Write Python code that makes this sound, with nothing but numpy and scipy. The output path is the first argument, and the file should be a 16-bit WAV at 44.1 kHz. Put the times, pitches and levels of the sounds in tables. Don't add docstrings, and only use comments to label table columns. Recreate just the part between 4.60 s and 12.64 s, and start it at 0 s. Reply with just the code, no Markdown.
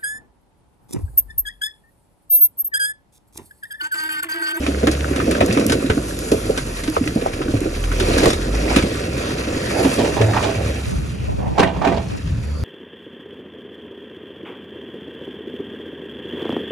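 import sys
import numpy as np
from scipy import signal
from scipy.fft import rfft, irfft, next_fast_len
from scipy.io import wavfile
from scipy.ndimage import uniform_filter1d, map_coordinates

SR = 44100
rng = np.random.default_rng(int(sys.argv[2]) if len(sys.argv) > 2 else 0)


def master(y):
    cut = np.clip(np.atleast_2d(y).T, -1, 1)
    pcm = np.round(cut * 32767)
    wavfile.write(sys.argv[1], SR, pcm.astype(np.int16))


N = 354475

# time in seconds, then tumbling stones, sliding gravel and fine grit, each a level in dB.
LOAD_FLOW = [(0, -26.5, -32.5, -38.5), (.45, -27, -32.5, -37.5), (.72, -21.5, -30, -35.5),
             (1, -20.5, -30, -39), (1.5, -30.5, -35.5, -34.5), (1.85, -28, -33, -34), (2.2, -36, -36, -38),
             (2.85, -28, -34.5, -40.5), (3.25, -32, -34, -37), (3.5, -24.5, -28.5, -35.5),
             (3.82, -26.5, -31, -38.5), (5, -26, -28, -38.5), (5.24, -23, -26.5, -31),
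             (5.345, -26, -27.5, -31), (5.42, -19.5, -26.5, -35), (5.54, -26.5, -29, -36.5),
             (5.88, -26.5, -28.5, -38.5), (6.12, -27, -32.5, -40.5), (6.3, -45, -36, -39.5),
             (6.62, -41, -40, -49.5), (6.78, -48, -42.5, -51), (7.1, -30, -43.5, -55),
             (7.55, -47.5, -38.5, -50), (8.04, -38, -45, -49.5)]
# start in seconds, length in seconds, lift of the gravel in dB.
LOAD_SLUMPS = [(3.362, 0.27, 8), (3.87, 0.29, 5.5)]
SLUMP_STOP_S = 0.12
CRUNCH_DB = -6
ROLLING_END_S, ROLLING_FADE_S = 1.46, 0.45

# start in seconds, level in dB, pitch in Hz, 60 dB decay in seconds, shaken rubble in dB.
HEAVY_THUDS = [(0.079, -14.5, 272, 0.065, -19), (0.23, -11.5, 231, 0.17, -13),
               (0.273, -5.5, 327, 0.043, -14.0), (0.511, -11, 257, 0.017, -29),
               (0.671, -13.5, 263, 0.075, -18.5), (0.687, -8.5, 246, 0.03, -20.5),
               (0.807, -8.5, 618, 0.084, -13.0), (0.891, -8.5, 192.0, 0.1, -18.5),
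               (0.906, -13, 192.0, 0.13, -32), (0.966, -18, 275.0, 0.09, -16.5),
               (0.997, -10, 219, 0.05, -27.0), (1.057, -13, 246, 0.026, -30),
               (1.099, -7.5, 240, 0.033, -27), (1.123, -11.5, 447, 0.11, -21),
               (1.151, -14, 237.0, 0.02, -20), (1.242, -15, 260, 0.056, -27),
               (1.298, -11, 433.0, 0.084, -23), (1.37, -8, 252.0, 0.028, -21),
               (1.717, -8.5, 434, 0.13, -12), (1.895, -11.0, 428, 0.077, -19.5),
               (2.277, -16, 309, 0.12, -27), (2.367, -9.5, 441, 0.025, -29), (2.41, -8, 244.0, 0.033, -33),
               (2.43, -20, 237.0, 0.035, -30.0), (2.458, -17.0, 301.0, 0.1, -25),
               (2.558, -7.5, 232, 0.032, -18), (2.618, -14, 450, 0.028, -25),
               (2.804, -18, 320.0, 0.057, -25.0), (2.882, -12.5, 301.0, 0.015, -28.0),
               (2.936, -12, 235, 0.036, -20), (2.939, -14, 105, 0.12, -38),
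               (3.014, -12.5, 320.0, 0.016, -37.0), (3.053, -17.0, 332, 0.1, -19.5),
               (3.408, -14, 365, 0.042, -18.5), (3.48, -13, 416, 0.072, -25),
               (3.507, -19, 237.0, 0.062, -21), (3.633, -15, 505, 0.09, -20), (3.659, -10, 192, 0.05, -15),
               (3.671, -7.5, 444, 0.02, -20), (4.165, -5, 210.0, 0.033, -14), (4.221, -15, 100, 0.12, -28),
               (4.235, -12.0, 186.0, 0.09, -18), (5.189, -16, 364, 0.09, -24),
               (5.245, -14, 267.0, 0.079, -17), (5.256, -14, 267.0, 0.06, -17),
               (5.385, -15, 423, 0.1, -18.5), (5.432, -16.5, 437, 0.15, -22),
               (5.603, -9.5, 435, 0.049, -19), (6.994, -13.5, 407.0, 0.074, -12.5),
               (7.026, -14, 388, 0.078, -22), (7.269, -12.5, 196, 0.065, -18.0)]
RUBBLE_T60_S = 0.15
# start in seconds, level in dB, pitch in Hz, treble slope in dB per octave from 2.5 to 5 kHz.
GRINDING_CRACKS = [(0.032, -28, 2190, -17), (0.063, -19, 2490, -10), (0.229, -24, 1440, -19),
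                   (0.269, -13, 1650, -12.5), (0.312, -23.5, 2550, 10), (.559, -21.5, 1660, -7),
                   (.599, -20.5, 1800, -19), (0.712, -21, 2610, -4), (.747, -23.5, 1610, -14),
                   (0.805, -13.5, 2500, -15), (.924, -22.5, 2500, 10), (0.971, -19, 1210, -12),
                   (0.995, -25.5, 2580, 6), (1.095, -16.5, 1790, -4), (1.119, -14.5, 1420, -2),
                   (1.298, -13.5, 1530, -16.5), (1.373, -36, 1440, -20), (1.715, -20.5, 2560, -3),
                   (1.974, -16, 1560, -7.5), (2.235, -24, 2060, -2), (2.275, -24, 1500, -7),
                   (2.365, -28, 2300, -14), (2.438, -34, 2700, -6), (2.474, -27, 3000, 0),
                   (2.611, -27.5, 2400, -12), (2.733, -28, 1690, -7.5), (2.816, -24.5, 1360, -16),
                   (3.238, -27.5, 2740, -11), (3.316, -23, 1470, -13), (3.398, -17, 3580, -5.5),
                   (3.579, -18.5, 1620, 4), (3.632, -15, 1150, -7), (3.655, -13.5, 1130, -7),
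                   (3.701, -18.5, 2230, -3), (3.729, -19.5, 3730, -5), (4.16, -10, 2500, -7),
                   (4.183, -15.5, 2470, -11), (4.223, -22, 2220, -5), (5.612, -17, 1680, -11),
                   (5.742, -34, 1600, -12), (5.763, -23, 1940, -18), (5.825, -19.5, 2370, -10),
                   (6.993, -18, 2920, -11.5), (7.03, -13, 1920, -19.5), (7.246, -23, 1600, -21),
                   (7.272, -19, 2500, -20), (7.322, -27, 2000, -16)]
CRACK_T60_S = 0.083
# start in seconds, level in dB, nominal pitch in Hz, 60 dB decay in seconds.
STONE_KNOCKS = [(.064, -22.5, 1700, .025), (.228, -18, 700, .04), (.27, -18.5, 1396, 0.054),
                (.444, -14, 1480, .012), (.6, -14, 1254, 0.044), (.562, -24, 1500, .025),
                (.71, -17.5, 2300, .02), (.752, -20, 1600, .03), (.809, -7, 697, 0.077),
                (.811, -14, 1790, .04), (.972, -14, 1250, .04), (.996, -21, 2600, .025),
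                (1.12, -17.5, 1510, .06), (1.298, -16, 1365, 0.045), (1.377, -23, 1440, .025),
                (1.508, -25, 1700, .018), (1.718, -10.5, 608, 0.063), (1.891, -13, 540, 0.088),
                (2.365, -6.5, 1260, 0.018), (2.367, -7, 652, 0.024), (2.439, -23, 2660, .016),
                (2.475, -13.5, 2500, 0.015), (2.506, -30, 1600, .014), (2.573, -23, 760, .025),
                (2.66, -6, 805, 0.021), (2.67, -24, 644, .025), (2.733, -28, 2300, .02),
                (2.815, -25, 1350, .022), (2.882, -22, 1500, .02), (2.968, -27, 1500, .03),
                (3.062, -26, 1400, .025), (3.239, -20, 3200, .014), (3.315, -22, 1450, .025),
                (3.402, -40, 1670, .01), (3.584, -15, 1630, 0.02), (3.657, -12, 1100, .035)]
# start in seconds, level in dB.
STONE_CHIPS = [(.272, -19), (0.711, -16.5), (0.861, -19), (1.065, -15), (1.589, -21.5), (1.717, -21),
               (2.299, -23), (3.005, -25.5), (3.398, -26.5), (3.659, -20)]
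CHIP_T60_S = 0.013

# start in seconds, level in dB before tilt and lift,
# base decay in seconds, main pitch in Hz, treble tilt in dB per octave, lift at the main pitch in dB.
STEEL_BANGS = [(5.246, -22.5, 0.16, 515, 2.5, 13.5), (5.383, -27, 0.61, 520, 3, 14),
               (5.564, -22, 0.29, 646, 0, 5), (5.612, -26, 0.071, 544, -4.5, 15),
               (5.733, -24, 0.2, 1400, 0, 10), (5.757, -25.5, 0.17, 1010, 1.5, 15.5),
               (5.771, -29, 0.12, 1900, 0, 15), (5.832, -23.5, 0.23, 550, 2.5, 10.5),
               (5.888, -26, 0.071, 523, 1.5, 11.5), (6.785, -30.5, 0.98, 340, -5.5, -5),
               (6.977, -18, 0.19, 870, 0, 12), (6.991, -15.5, 0.16, 520, 1, -2),
               (7.022, -17.5, 0.073, 1500, -1.5, 8), (7.029, -17.5, 0.053, 2500, -2.5, 6),
               (7.058, -30.5, 0.25, 3000, -2, 13), (7.056, -28.5, 0.52, 925, -1.5, 9.5),
               (7.16, -29, 0.27, 700, -4, 3), (7.214, -23, 0.15, 945, -1, 12.5),
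               (7.241, -20, 0.27, 770, -1, 8.5), (7.246, -27, .12, 2300, -1, 8),
               (7.267, -20, 0.24, 684, -2, 4), (7.288, -27, 0.11, 2400, -2.5, 9),
               (7.315, -24.5, 0.38, 443, -2.5, 8.5), (7.337, -30.5, 0.11, 800, 1, 9),
               (7.363, -32.5, 0.12, 3600, 2.5, 8), (7.372, -32.5, 0.12, 760, -2, 12.5)]
# frequency in Hz, relative level in dB, 60 dB decay in seconds.
STEEL_MODES = [(187.5, 4, 0.4), (401.5, 3.5, 0.24), (585.6, -0.5, 0.17), (668, 0, 0.31), (818, -11.5, 0.33),
               (959, -2.5, 0.18), (1176, -3.5, 0.22), (1315, -12.5, 0.23), (1565, -8, 0.26),
               (1850, -6.5, 0.25), (2183, -15.5, 0.34), (2387, -7, 0.34), (2484, -15, 0.22),
               (2830, -9, 0.37), (3320, -18, 0.44)]
# middle in seconds, length in seconds, level in dB, highest pitch of the hollow scrape in Hz.
BED_SCRAPES = [(3.652, 0.12, -26, 694), (3.944, 0.029, -26, 670), (4.114, 0.16, -31, 804),
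               (5.196, 0.19, -22.5, 660), (5.693, 0.15, -28, 674), (5.775, 0.098, -26, 855),
               (6.01, .16, -32, 606), (6.197, 0.2, -38, 616), (6.852, 0.15, -33, 780),
               (6.965, .06, -30.5, 700)]
SCRAPE_WIDTH_HZ, SCRAPE_RASP_DB = 390, -10
SCRAPE_BEND = 0.08
# start in seconds, peak level in dB, pitch in Hz, 60 dB decay in seconds.
STEEL_PINGS = [(2.552, -38, 4800, 0.023), (3.695, -28.5, 5530, 0.18)]
BOOM_START_S, BOOM_END_S = 5.56, 6.38
BOOM_HZ, BOOM_SAG_HZ_PER_S, BOOM_WAVER_HZ = 110.6, 5.6, 3.03
BOOM_DB, BOOM_RISE_S, BOOM_T60_S = -23.5, 0.07, 0.7
DRONE_DB, DRONE_RELEASE_S = -30, 0.056

# time in seconds, mean firing rate in Hz, mean level in dB.
ENGINE_LUGGING = [(0, 70.7, -26.5), (.2, 68.5, -23), (.47, 71, -24), (.85, 64.4, -34.5), (1.6, 53, -32.5),
                  (2.15, 42.7, -29), (2.42, 37.94, -42), (2.7, 35.56, -35), (3.03, 36.5, -32),
                  (3.27, 42.35, -20), (3.45, 39.5, -21.5), (3.6, 36, -27), (3.73, 38.85, -31),
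                  (3.94, 50.9, -18.5), (4.55, 69.7, -35), (5.8, 67, -40), (6.1, 69.44, -24),
                  (6.45, 67.4, -37), (6.9, 66.86, -28), (7.2, 65, -37), (7.6, 62, -45), (7.92, 76, -21.5),
                  (8.04, 75.4, -32)]
# multiple of the firing rate, relative level in dB.
EXHAUST_OVERTONES = [(1, -5), (2, -19.5), (3, -22.5)]
PIPE_HZ, PIPE_OCTAVES, PIPE_DB = 76, 0.2, 10.5
# time in seconds, level in dB, pitch in Hz.
TRUCK_SQUEAL = [(7.75, -73, 4444), (7.85, -58, 4500), (7.99, -46, 4675), (8.04, -51, 4700)]

RUMBLE_DB, RUMBLE_UNDER_STONES_DB = -35, -8
RUMBLE_LUMPS_DB, RUMBLE_LUMPS_PER_S = 3, 16
BARE_BED_DB, SHUDDER_FADE_DB_PER_S = -29, 0.5
GROUND_SHAKE_DB, GROUND_SHAKE_T60_S = -19, 0.12
SITE_DB = -40.5
# time in seconds, level in dB.
WIND_GUSTS = [(5.3, -61), (5.56, -30), (5.85, -48), (6.22, -46), (6.27, -24), (6.42, -31), (6.49, -39),
              (6.6, -31), (6.73, -25), (6.98, -23.5), (7.12, -36), (7.42, -39), (7.52, -22.5), (7.63, -38),
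              (8.04, -35)]
EDDY_DB, EDDIES_PER_S = 4, 42

# frequency in Hz, density in dB per Hz.
STONES_SPECTRUM = [(90, -13), (150, -2), (215, 2), (320, 1), (480, 1), (620, -3), (780, -7.5), (1100, -52),
                   (2500, -65)]
GRAVEL_SPECTRUM = [(400, 5.5), (850, 0.5), (1400, 1), (2000, -3), (2550, 1), (3200, -7), (4200, -6),
                   (6000, -10.5), (10000, -16), (13000, -53)]
GRIT_SPECTRUM = [(1800, -8), (3800, -4.5), (5500, -2.5), (7000, -1), (8500, -0.5), (10200, 6),
                 (11500, -7.5), (13000, -20), (15000, -38)]
CRACK_SPECTRUM = [(400, 7), (900, 3.5), (2600, 0.5), (4000, 3.5), (7000, -1), (10200, 2.5), (11500, -12),
                  (13000, -32), (15000, -47)]
CHIP_SPECTRUM = [(2000, -10), (4500, -4), (7000, 3), (11500, 2.5), (13000, -29), (15000, -25)]
CRASH_SPECTRUM = [(60, -28), (110, -6), (180, 5), (430, -3.5), (620, -2.5), (950, -1), (1250, -9.5),
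                  (1800, -10), (2700, -12), (3700, -14), (7000, -24), (10000, -36), (13000, -56)]
GROUND_SPECTRUM = [(18, -33), (35, -26), (55, 1), (100, 2), (160, -5.5), (260, -17.5), (500, -39),
                   (1000, -85)]
SITE_SPECTRUM = [(60, -6), (280, 0.5), (480, -13), (800, -16), (1300, -14), (2000, -19.5), (2500, -17.5),
                 (3200, -22.5), (5000, -28.5), (9000, -43), (13000, -60)]
WIND_SPECTRUM = [(20, -14), (65, 0), (110, -3), (200, -5.5), (400, -9.5), (620, -11.5), (1000, -16.5),
                 (1500, -49), (3000, -65)]

# frequency in Hz, likeness (held within 0 to 1 in use).
ROCK_LIKENESS = [(750, 2), (950, 0.43), (1200, 0.5), (2600, 0), (4800, 0.54), (6000, 0.97), (9000, 0.78),
                 (11200, 1.42)]
STEEL_LIKENESS = [(250, 0.88), (550, 0.68), (950, .3), (1500, 0.89), (3000, 0.63), (8000, 0.31)]
# frequency in Hz, lead of the left in radians.
ROCK_LEAD = [(220, 0), (340, .35), (600, 1.45), (950, 2.9), (1500, 5.9), (1900, 6.3), (2500, 8.1),
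             (3300, 6.8), (5500, 12.2), (6600, 13.2), (7700, 14.9), (9900, 15.7), (11000, 17.3),
             (11600, 18.85)]
STEEL_LEAD = [(150, -.1), (380, -.45), (580, -1.14), (950, 0.55), (1600, 0.25), (2600, -0.2), (5000, 0)]
# frequency in Hz, left minus right in dB.
ROCK_SLANT = [(150, -0.5), (260, -2), (420, -3.5), (800, 1), (1300, -0.5), (1900, 1), (2350, -5.5),
              (3400, 1), (7000, -1), (11000, 0)]
STEEL_SLANT = [(150, -2), (350, -1.5), (600, -13), (950, -7), (1500, -1), (2500, -2.5), (8000, -1)]
EDGE_HZ = 15300


def gain_of(db):
    return 10 ** (np.asarray(db) / 20)


def evened(x):
    return x / np.sqrt(np.mean(x ** 2) + 1e-20)


def read(points, hz):
    f, value = np.transpose(points)
    return np.interp(np.log(hz + 1), np.log(f + 1), value)


def curves(rows):
    s, *columns = np.transpose(rows)
    return [np.interp(np.arange(N) / SR, s, c) for c in columns]


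def add(mix, s, sound):
    part = mix[:, max(round(s * SR), 0):][:, :sound.shape[1]]
    part += sound[:, :part.shape[1]]


def noise(length):
    return rng.standard_normal((2, length))


def shaped(x, db_at):
    size = next_fast_len(x.shape[-1])
    gain = gain_of(db_at(np.fft.rfftfreq(size, 1 / SR)))
    return irfft(rfft(x, size) * gain, size)[..., :x.shape[-1]]


def coloured(x, spectrum):
    return evened(shaped(x, lambda f: read(spectrum, f)))


def bump(f, hz, octaves):
    return np.exp(-(np.log2(f / hz) / octaves) ** 2)


def drift(per_s):
    knots = rng.standard_normal(int(N / SR * per_s) + 4)
    return evened(map_coordinates(knots, [np.arange(N) / SR * per_s], order=1))


def strike(t, rise, t60):
    shape = (1 - np.exp(-(t / rise) ** 2)) * gain_of(-60 * t / max(t60, .004))
    return shape / shape.max()


def resonate(x, hz, width_hz):
    turn = np.exp(2j * np.pi * np.cumsum(hz) / SR)
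    low_pass = signal.butter(2, width_hz / 2, fs=SR, output="sos")
    return evened((turn * signal.sosfilt(low_pass, x / turn)).real)


def patchy(x, patchy_db):
    z = signal.stft(x, nperseg=512)[2]
    patches = uniform_filter1d(rng.standard_normal(z.shape[1:]), size=6, axis=0)
    patches = evened(uniform_filter1d(patches, size=22, axis=1))
    return evened(signal.istft(z * gain_of(patchy_db * patches), nperseg=512)[1][:, :N])


def grains(low_hz, high_hz, per_s, spread_db, t60, octaves, count=14):
    t, out = np.arange(SR // 12) / SR, np.zeros((2, N))
    for hz in np.geomspace(low_hz, high_hz, count):
        knock = shaped(noise(len(t)), lambda f: -3 * (np.log2((f + 1) / hz) / octaves) ** 2)
        knock = evened(knock * strike(t, t60 / 20, t60)) * np.sqrt(hz)
        hit = rng.random(N) < per_s / count / SR
        force = gain_of(spread_db * np.minimum(rng.exponential(1, N)[hit], 4))
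        clicks = np.zeros(N)
        clicks[hit] = force * (-1) ** np.arange(len(force))
        out += signal.oaconvolve(clicks[None], knock, axes=1)[:, :N]
    return evened(out)


def load():
    stones_db, gravel_db, grit_db = flow()
    surge = drift(45)
    stones = grains(159, 805, per_s=800, spread_db=1.5, t60=0.034, octaves=0.62, count=8)
    stones = coloured(stones, STONES_SPECTRUM)
    gravel = grains(940, 8800, per_s=1000, spread_db=0.0, t60=0.022, octaves=0.47, count=9)
    gravel = coloured(patchy(gravel + 1.2 * noise(N), patchy_db=1.5), GRAVEL_SPECTRUM)
    grit = grains(4100, 19300, per_s=650, spread_db=3.0, t60=0.0031, octaves=0.24, count=8)
    grit = coloured(patchy(grit + 2.3 * noise(N), patchy_db=1.5), GRIT_SPECTRUM)
    return (stones * gain_of(stones_db + 0.11 * surge)
            + gravel * gain_of(gravel_db + 1.4 * surge)
            + grit * gain_of(grit_db + 1.16 * surge))


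def slump(s, length):
    return np.interp(np.arange(N) / SR, [s, s + length, s + length + SLUMP_STOP_S], [0, 1, 0])


def flow():
    lift_db = sum(db * slump(s, length) for s, length, db in LOAD_SLUMPS)
    stones_db, gravel_db, grit_db = curves(LOAD_FLOW)
    return stones_db + 1.04 * lift_db, gravel_db + lift_db, grit_db + 0.68 * lift_db


def thuds():
    t, out = np.arange(SR // 4) / SR, np.zeros((2, N))
    for s, db, hz, t60, rubble_db in HEAVY_THUDS:
        rubble = coloured(noise(len(t)), STONES_SPECTRUM) * strike(t, 0.0026, RUBBLE_T60_S)
        body = np.sin(2 * np.pi * hz * t) * strike(t, 0.0037, t60)
        add(out, s, gain_of(db) * body + gain_of(rubble_db) * rubble)
    return out


def cracks():
    t, out = np.arange(SR // 4) / SR, np.zeros((2, N))
    for s, db, hz, treble_db in GRINDING_CRACKS:
        grit_db = 0.25 * evened(uniform_filter1d(rng.standard_normal(len(t)), size=40))
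        chatter = noise(len(t)) * gain_of(grit_db)
        burst = shaped(chatter, lambda f: read(CRACK_SPECTRUM, f) + 7 * bump(f + 1, hz, 0.082)
                       + treble_db * np.clip(np.log2((f + 1) / 2500), 0, 1))
        add(out, s, gain_of(db) * evened(burst) * strike(t, 0.0017, CRACK_T60_S))
    return out


def knocks():
    t, out = np.arange(SR // 8) / SR, np.zeros((2, N))
    mode_shares = [(.55, 0.3), (.78, -0.39), (1, 0.68), (1.27, -0.12)]
    for s, db, hz, t60 in STONE_KNOCKS:
        modes = sum(share * np.sin(2 * np.pi * ratio * hz * rng.uniform(0.95, 1.03, (2, 1)) * t)
                    for ratio, share in mode_shares)
        snap = evened(shaped(noise(len(t)), lambda f: -8 * np.log2((f + 1) / hz) ** 2))
        add(out, s, gain_of(db) * (modes + gain_of(-14.5) * snap) * strike(t, 0.001, t60))
    return out


def chips():
    t, out = np.arange(SR // 16) / SR, np.zeros((2, N))
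    for s, db in STONE_CHIPS:
        tick = coloured(noise(len(t)), CHIP_SPECTRUM)
        add(out, s, gain_of(db) * tick * strike(t, 0.0004, CHIP_T60_S))
    return out


def strays():
    rolling = np.clip((ROLLING_END_S - np.arange(N) / SR) / ROLLING_FADE_S, 0, 1)
    bumps = grains(190, 340, per_s=30, spread_db=-1.0, t60=0.075, octaves=0.33, count=5)
    bumps = coloured(bumps, STONES_SPECTRUM)
    clacks = grains(780, 2950, per_s=55, spread_db=4.5, t60=0.018, octaves=0.51, count=7)
    clacks = coloured(clacks, GRAVEL_SPECTRUM)
    return rolling * (gain_of(-35.5) * bumps + gain_of(-37.0) * clacks)


def crunch():
    speed = sum(slump(s, length) for s, length, _ in LOAD_SLUMPS)
    crackle = grains(900, 8500, per_s=400, spread_db=1.0, t60=0.011, octaves=0.88, count=7)
    return coloured(crackle, GRAVEL_SPECTRUM) * speed * gain_of(flow()[1] + CRUNCH_DB)


def bangs():
    t, out = np.arange(SR * 3 // 5) / SR, np.zeros((2, N))
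    for s, db, t60, main_hz, tilt_db, focus_db in STEEL_BANGS:
        crash = coloured(noise(len(t)), CRASH_SPECTRUM)
        ring = sum(gain_of(level) * strike(t, 0.001, ring_t60)
                   * np.sin(2 * np.pi * (hz * rng.uniform(0.97, 1.008) * t + rng.random((2, 1))))
                   for hz, level, ring_t60 in STEEL_MODES)
        chatter = evened(uniform_filter1d(rng.standard_normal(len(t)), size=150))
        crash = crash * gain_of(-2.5 + 2.76 * chatter)
        dull = shaped(crash, lambda f: -10 * np.log10(1 + (f / 1600) ** 4))
        bright = crash - dull
        blow = dull * strike(t, 0.002, 1.35 * t60) + bright * strike(t, 0.0049, 0.77 * t60)
        blow = blow + gain_of(3.5) * ring / abs(ring).max()
        blow = shaped(blow, lambda f: tilt_db * np.log2(np.clip(f, 200, 5000) / 700)
                      + focus_db * bump(f + 1, main_hz, 0.77))
        add(out, s, gain_of(db) * blow)
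    return out


def scrape():
    out = np.zeros((2, N))
    for middle, length, db, hz in BED_SCRAPES:
        swell = np.hanning(int(length * SR))
        rub = noise(len(swell))
        note = hz * (1 + SCRAPE_BEND * (swell - 1))
        hollow = resonate(rub, note, width_hz=SCRAPE_WIDTH_HZ)
        rasp = gain_of(SCRAPE_RASP_DB) * resonate(rub, 2.1 * note, width_hz=1000)
        add(out, middle - length / 2, gain_of(db) * (hollow + rasp) * swell)
    return out * gain_of(3.2 * drift(130))


def pings():
    t, out = np.arange(SR // 3) / SR, np.zeros((2, N))
    for s, db, hz, t60 in STEEL_PINGS:
        tone = np.sin(2 * np.pi * (hz * t + 0.21 * rng.random((2, 1))))
        add(out, s, gain_of(db) * tone * strike(t, 0.0034, t60))
    return out


def boom():
    t = np.maximum(np.arange(N) / SR - BOOM_START_S, 0)
    time_left = BOOM_END_S - BOOM_START_S - t
    drone = np.clip(np.minimum(t / BOOM_RISE_S, time_left / DRONE_RELEASE_S), 0, 1)
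    level = gain_of(BOOM_DB) * strike(t, BOOM_RISE_S, BOOM_T60_S) + gain_of(DRONE_DB) * drone
    hz = BOOM_HZ - BOOM_SAG_HZ_PER_S * t + BOOM_WAVER_HZ * drift(20)
    note = np.sin(2 * np.pi * np.cumsum(hz) / SR)
    return evened(note) * level * gain_of(2.7 * drift(30))


def engine():
    hz, db = curves(ENGINE_LUGGING)
    turns = np.cumsum(hz * (1 + 0.0079 * drift(12))) / SR
    note = np.zeros(N)
    for k, level in EXHAUST_OVERTONES:
        pipe_db = (k > 1) * PIPE_DB * bump(k * hz, PIPE_HZ, PIPE_OCTAVES)
        note += gain_of(level + pipe_db) * np.sin(2 * np.pi * k * turns)
    return evened(note) * gain_of(db + 0.63 * drift(12))


def squeal():
    db, hz = curves(TRUCK_SQUEAL)
    started = np.arange(N) / SR > TRUCK_SQUEAL[0][0]
    return resonate(noise(N), hz, width_hz=330) * gain_of(db) * started


def rumble():
    t, since = np.arange(SR // 2) / SR, np.arange(N) / SR - BOOM_START_S
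    power = gain_of(RUMBLE_DB) ** 2 + gain_of(flow()[0] + RUMBLE_UNDER_STONES_DB)[None] ** 2
    power += gain_of(BARE_BED_DB - SHUDDER_FADE_DB_PER_S * since) ** 2 * (since > 0)
    for s, db, *_ in HEAVY_THUDS:
        shake = gain_of(db + GROUND_SHAKE_DB) * strike(t, 0.015, GROUND_SHAKE_T60_S)
        add(power, s, shake[None] ** 2)
    lumps = gain_of(RUMBLE_LUMPS_DB * drift(RUMBLE_LUMPS_PER_S))
    shudder = coloured(rng.standard_normal(N) + 0.11 * noise(N), GROUND_SPECTRUM)
    return shudder * np.sqrt(power) * lumps


def site():
    wash = patchy(rng.standard_normal(N) + 0.21 * noise(N), patchy_db=3.5)
    return coloured(wash, SITE_SPECTRUM) * gain_of(SITE_DB + 0.5 * drift(31))


def wind():
    db = curves(WIND_GUSTS)[0] + EDDY_DB * drift(EDDIES_PER_S)
    push_pull = rng.standard_normal(N) * np.array([[1], [-1]])
    air = coloured(push_pull + 0.14 * noise(N), WIND_SPECTRUM)
    low = shaped(air, lambda f: -10 * np.log10(1 + (f / 250) ** 4))
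    high = (air - low) * gain_of(.25 * (db - db.max()) - 1.0)
    return gain_of(db) * (low + high)


def yard(x):
    t = np.arange(SR // 2) / SR
    tail = shaped(noise(len(t)), lambda f: -3 * np.log2(1 + f / 2000)) * strike(t, 0.014, 0.041)
    return signal.oaconvolve(x, tail / np.linalg.norm(tail[0]), axes=1)[:, :N]


def pair(x, likeness, lead, slant):
    size = next_fast_len(N)
    hz, (a, b) = np.fft.rfftfreq(size, 1 / SR), rfft(x, size)
    same = np.clip(read(likeness, hz), 0, 1)
    half_db = read(slant, hz) / 2
    left = a * gain_of(half_db)
    right = (same * a + np.sqrt(1 - same ** 2) * b) * gain_of(-half_db) * np.exp(-1j * read(lead, hz))
    return irfft(np.array([left, right]), size)[:, :N]


def scene():
    rocks = thuds() + cracks() + knocks() + chips() + strays() + crunch()
    tipping = pair(load() + rocks + gain_of(-13) * yard(rocks), ROCK_LIKENESS, ROCK_LEAD, ROCK_SLANT)
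    steel = pair(bangs() + pings() + scrape(), STEEL_LIKENESS, STEEL_LEAD, STEEL_SLANT)
    truck = (engine() + boom()) * gain_of([[-.3], [.3]]) + rumble() + squeal()
    return tipping + steel + truck + site() + wind()


def record(dry):
    rounded = dry / (1 + (dry / .95) ** 6) ** (1 / 6)
    low_pass = signal.firwin(511, EDGE_HZ, window=("kaiser", 9), fs=SR)
    return signal.oaconvolve(rounded, low_pass[None], "same")


dry = scene()
out = record(dry)
master(out)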